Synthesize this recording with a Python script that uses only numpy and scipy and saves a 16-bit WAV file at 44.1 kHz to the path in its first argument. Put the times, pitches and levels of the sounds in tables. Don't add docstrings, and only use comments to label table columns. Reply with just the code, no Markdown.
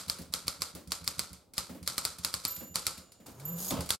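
import sys
import numpy as np
from scipy import signal
from scipy.fft import rfft, irfft
from scipy.io import wavfile
from scipy.ndimage import uniform_filter1d

SR = 44100
rng = np.random.default_rng(int(sys.argv[2]) if len(sys.argv) > 2 else 0)


def digitize_waveform(pressure):
    field = np.atleast_2d(pressure).T
    bounded = np.clip(field, -1, 1)
    quanta = np.round(bounded * 32767).astype(np.int16)
    wavfile.write(sys.argv[1], SR, quanta)


N = 176400
T = np.arange(SR // 2) / SR
DESK_RISE_S, KNOCK_RISE_S = 0.02173, 0.0036

# frequency_hz, level_db
CRACK_SPECTRUM = [(100, 7), (450, -5.5), (1750, -8), (2300, 5), (2900, -5.5), (4700, 7.5), (6400, -2.5),
                  (10300, 6.5), (15500, -3)]
# frequency_hz, level_db
FRAME_SPECTRUM = [(150, -3), (420, -8), (550, -0.5), (660, -8.5), (1000, -3), (1330, 1), (1750, -10),
                  (2250, -5), (2800, -8.5), (4500, 2.5), (6200, -3), (8000, 0), (13500, -9.5), (15500, -32)]
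# start_s, crash_db, chassis_db, thump_db
STOP_HITS = [(3.707, -31.5, -36.5, -35), (3.73, -48, -32.5, -39), (3.772, -35.5, -60, -28.5)]


def amp(db):
    return 10 ** (np.asarray(db) / 20)


def unit(x):
    return x / np.sqrt(np.mean(x ** 2) + 1e-20)


def read(points, hz):
    f, value = np.transpose(points)
    return np.interp(np.log(hz + 1), np.log(f), value)


def add(mix, start_s, sound):
    at = round(start_s * SR)
    sound = sound[..., max(-at, 0):]
    part = mix[:, max(at, 0):][:, :sound.shape[-1]]
    part += sound[..., :part.shape[1]]


def fade(t60, t=T):
    return np.exp(-np.log(1000) * t / t60)


def attack(rise_s, t=T):
    return np.minimum(t / rise_s, 1)


def equalise(x, curve):
    hz = np.fft.rfftfreq(x.shape[-1], 1 / SR)
    return irfft(rfft(x) * amp(read(curve, hz)), x.shape[-1])


def noise(spectrum, size=len(T)):
    # frequency_hz, side_db
    width = [(90, -12), (450, -8), (4500, -9), (8000, -1.5), (13000, -6.5)]
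    mid, side = equalise(rng.standard_normal((2, size)), spectrum)
    side = equalise(side, width)
    return unit(np.array([mid + side, mid - side]))


def ring(modes, detune, spread, sign=1):
    out = np.zeros((2, len(T)))
    for k, (hz, db, t60) in enumerate(modes):
        pitch_draw, phase_draw, level_draw = rng.standard_normal(3)
        ear_phase = spread * phase_draw * np.array([[1], [-1]])
        phase = 2 * np.pi * hz * (1 + detune * pitch_draw) * T + ear_phase
        out += sign ** k * amp(db + level_draw / 2) * fade(t60) * np.sin(phase)
    return out


def rattle(size=len(T), depth_db=2):
    wobble = unit(uniform_filter1d(rng.standard_normal(size), size=110))
    return unit(amp(depth_db * wobble))


def desk_thump():
    # pitch_hz, level_db, t60_s
    desk_modes = [(78, 0, .21), (122, -7, .17), (176, -.5, .24), (205, -8, .16), (272, -10, .2)]
    swell = np.sin(np.pi / 2 * attack(DESK_RISE_S)) ** 2
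    return ring(desk_modes, detune=0.027, spread=0.1) * swell * amp([[-1], [1]])


def type_crack(hold_s=0.00093):
    burst = rfft(noise(CRACK_SPECTRUM) * fade(0.0045, np.maximum(T - hold_s, 0)))
    flat = burst / np.sqrt(np.mean(abs(burst) ** 2, 0))
    shaped = flat * amp(read(CRACK_SPECTRUM, np.fft.rfftfreq(len(T), 1 / SR)))
    return irfft(shaped * np.linalg.norm(burst) / np.linalg.norm(shaped)) * (T < T[-1] / 2)


def frame_wash():
    # frequency_hz, t60_s
    decay = [(150, 0.59), (4500, 0.37), (8000, 0.31)]
    hz, t, bands = signal.stft(noise(FRAME_SPECTRUM), SR, nperseg=256)
    return signal.istft(bands * fade(read(decay, hz)[:, None], t), SR)[1][:, :len(T)]


def typebars():
    # start_s, level_db, bar_ring_db
    strikes = [(-.012, -4, 0), (0.0982, -2.5, 3), (0.3382, -0.5, -1.5), (0.4808, -1.5, 0.5),
               (0.6195, -1.5, 1), (0.9198, -1, 0.5), (1.077, -1.5, 2), (1.1933, -1.5, 0.5), (1.5803, 0, 1),
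               (1.876, 0.5, -4), (1.9805, -0.5, -1.5), (2.0513, 0, -3), (2.2478, 0, -2.5),
               (2.3403, -2.5, 0), (2.4512, -0.5, -3), (2.7569, 1.5, -4.5), (2.8669, 1, -4),
               (3.905, 3.5, -3.5)]
    # pitch_hz, level_db, t60_s
    bar_modes = [(1178, -39.5, 0.052), (4370, -16.5, 0.0081), (4820, -16, 0.0077), (5370, -17, 0.0057),
                 (7560, -32.5, 0.058)]
    frame_hz = [1085, 1331, 1410, 4019, 4360, 4772, 5194]
    frame_db = [-57.5, -50.5, -55.5, -52.5, -54.5, -49.5, -63]
    # time_s, treble_db
    brightness = [(1.6, -0.5), (2.2, 0.5)]
    frame_modes = [(hz, db, 0.37) for hz, db in zip(frame_hz, frame_db)]
    out = np.zeros((2, N))
    for start_s, db, bar_db in strikes:
        pitch = 0.783 if start_s > STOP_HITS[0][0] else 1
        tuned = [(hz * pitch, level, t60) for hz, level, t60 in bar_modes]
        bar = amp(bar_db) * ring(tuned, detune=0.0057, spread=0.037, sign=-0.88)
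        clatter = amp(-29.5) * noise(FRAME_SPECTRUM) * fade(t60=0.07) * rattle()
        tail = amp(-36.5) * frame_wash() * rattle() + ring(frame_modes, detune=.001, spread=.5)
        strike = amp(-21.5) * type_crack() + bar + clatter + tail
        shelf = [(5000, 0), (8000, np.interp(start_s, *np.transpose(brightness)))]
        add(out, start_s, amp(db) * equalise(strike, shelf))
        linkage = noise(FRAME_SPECTRUM) * rattle() * attack(0.0044) * fade(t60=0.44)
        add(out, start_s - .016, amp(db - 45) * linkage)
        add(out, start_s - DESK_RISE_S / 2, amp(db - 48) * desk_thump())
    return out


def room_air():
    # frequency_hz, level_db
    air_spectrum = [(25, -1), (70, 0), (600, -6.5), (2000, -34)]
    return amp(-65) * noise(air_spectrum, size=N)


def carriage_steps():
    # start_s, level_db
    steps = [(0.064, -42), (0.194, -41.5), (0.283, -45.5), (0.438, -44), (0.58, -45), (0.731, -42),
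             (0.864, -39), (1.001, -42), (1.164, -41.5), (1.299, -42.5), (1.688, -42), (1.806, -38),
             (2.176, -42.5), (2.327, -46), (2.561, -44), (2.691, -45), (2.969, -46)]
    out = np.zeros((2, N))
    for start_s, db in steps:
        add(out, start_s, amp(db - 0.5) * desk_thump())
    return out


def metal_clicks():
    # start_s, level_db
    clicks = [(.082, -39.5), (0.186, -44), (.469, -41), (0.2186, -46.5), (0.7506, -42.5), (0.874, -50),
              (1.042, -42.5), (1.3306, -44), (1.5361, -44.5), (1.8284, -47), (2.185, -40.5), (2.564, -41.5),
              (2.978, -44), (3.12, -50.5), (3.2648, -45.5), (3.398, -47), (3.7073, -30), (3.8067, -34.5),
              (3.8605, -43.5), (3.8913, -33.5)]
    out = np.zeros((2, N))
    for start_s, db in clicks:
        click = noise(CRACK_SPECTRUM) * fade(t60=.045) + amp(-8) * frame_wash()
        add(out, start_s, amp(db) * click)
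    return out


def dull_knocks():
    # start_s, level_db
    knocks = [(0.188, -43.5), (0.752, -43), (1.692, -43), (1.746, -47), (2.603, -42.5), (2.98, -54),
              (3.199, -53), (3.279, -47.5)]
    # frequency_hz, level_db
    body = [(60, -20), (200, 3.5), (280, 4.5), (400, -8.5), (540, 0), (720, -12.5), (1100, -16),
            (5000, -25)]
    out = np.zeros((2, N))
    for start_s, db in knocks:
        add(out, start_s, amp(db) * noise(body) * attack(KNOCK_RISE_S) * fade(t60=0.35))
    return out


def margin_bell():
    # start_s, level_db
    dings = [(2.478, 0.0029), (3.452, -0.83)]
    partial_hz = [2848, 7036, 12324.3, 12348.7]
    # level_db, t60_s
    partial_ring = [(-66.5, 3.4), (-47, 1.93), (-34.5, 0.65), (-37.5, 0.58)]
    out, t = np.zeros((2, N)), np.arange(N) / SR
    tone = sum(amp(db) * fade(t60, t) * np.sin(2 * np.pi * hz * t)
               for hz, (db, t60) in zip(partial_hz, partial_ring))
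    for start_s, db in dings:
        add(out, start_s, amp(db) * tone * attack(0.0018, t))
    return out * amp([[-2.5], [1.5]])


def carriage_return(jitter=.03):
    # time_s, tooth_rate_hz, hum_db, rumble_db, pawl_db
    push = [(3.26, 94, -81, -53, -54), (3.36, 110, -56, -59, -62), (3.41, 135, -49.5, -54, -59),
            (3.5, 172, -41.5, -50.5, -69), (3.555, 170, -38, -53.5, -52), (3.6, 174, -46, -49.5, -36),
            (3.71, 194, -56, -48, -34.5)]
    harmonics = [0, -24, -16]
    # frequency_hz, level_db
    roller_spectrum = [(100, 3.5), (520, -2.5), (1200, -5), (1900, -16.5), (15000, -23.5)]
    # frequency_hz, level_db
    pawl_spectrum = [(1800, -27), (3400, -4.5), (7000, 0), (12700, 2.5), (15500, -5.5)]
    # pitch_hz, level_db, t60_s
    pawl_modes = [(4950, -19, .1), (6676, -10, .13), (12690, -9, .11)]
    t = np.arange(N) / SR
    times, *curves = np.transpose(push)
    rate, hum_db, rumble_db, pawl_db = (np.interp(t, times, curve) for curve in curves)
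    rate = rate * (1 + jitter * unit(uniform_filter1d(rng.standard_normal(N), size=600)))
    moving = (t > times[0]) & (t < times[-1])
    teeth = np.cumsum(rate) / SR
    rack = unit(sum(amp(db) * np.sin(2 * np.pi * k * teeth) for k, db in enumerate(harmonics, 1)))
    hum = amp(hum_db) * rack * rattle(size=N) ** .5
    rumble = amp(rumble_db) * noise(roller_spectrum, size=N)
    out = moving * (hum + rumble)
    new_tooth = np.diff(np.floor(teeth), prepend=0) > 0
    for at in np.flatnonzero(moving & new_tooth):
        tick = noise(pawl_spectrum) * (fade(t60=.012) + amp(-15) * fade(t60=.19))
        ping = ring(pawl_modes, detune=.003, spread=.4)
        start_s = at / SR + (rng.random() - .5) / rate[at]
        add(out, start_s, amp(pawl_db[at] + rng.standard_normal()) * (tick + ping))
    return out


def carriage_stop():
    # pitch_hz, level_db, t60_s
    clank = [(3540, -26, 0.018)]
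    # frequency_hz, level_db
    crash_spectrum = [(60, 7.5), (330, 2), (560, 6), (740, -2), (1100, 0), (1900, -17.5), (3500, -11),
                      (6000, -23)]
    # pitch_hz, level_db, t60_s
    chassis_modes = [(205, -4, .15), (268, 0, .24), (568, -11, .18), (1049, -11, .2)]
    out = np.zeros((2, N))
    add(out, STOP_HITS[0][0], ring(clank, detune=0, spread=0.35))
    for start_s, crash_db, chassis_db, thump_db in STOP_HITS:
        crash = amp(crash_db) * noise(crash_spectrum) * fade(t60=0.38) * rattle()
        chassis = amp(chassis_db) * ring(chassis_modes, detune=0, spread=0.35) * attack(KNOCK_RISE_S)
        add(out, start_s, crash + chassis + amp(thump_db) * desk_thump())
    return out


def scene():
    typing = typebars() + carriage_steps() + metal_clicks() + dull_knocks()
    line_end = margin_bell() + carriage_return() + carriage_stop()
    return (typing + line_end + room_air()) * amp([[-0.235], [0.235]])


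def record(dry):
    low_hz, high_hz, cut_s = 48, 16100, 3.949
    dry = signal.sosfilt(signal.butter(3, low_hz, "highpass", fs=SR, output="sos"), dry)
    cut = fade(0.051, np.maximum(np.arange(N) / SR - cut_s, 0))
    lowpass = signal.firwin(255, high_hz, window=("kaiser", 9), fs=SR)
    return signal.oaconvolve(dry * cut, lowpass[None], "same")


dry = scene()
out = record(dry)
digitize_waveform(out)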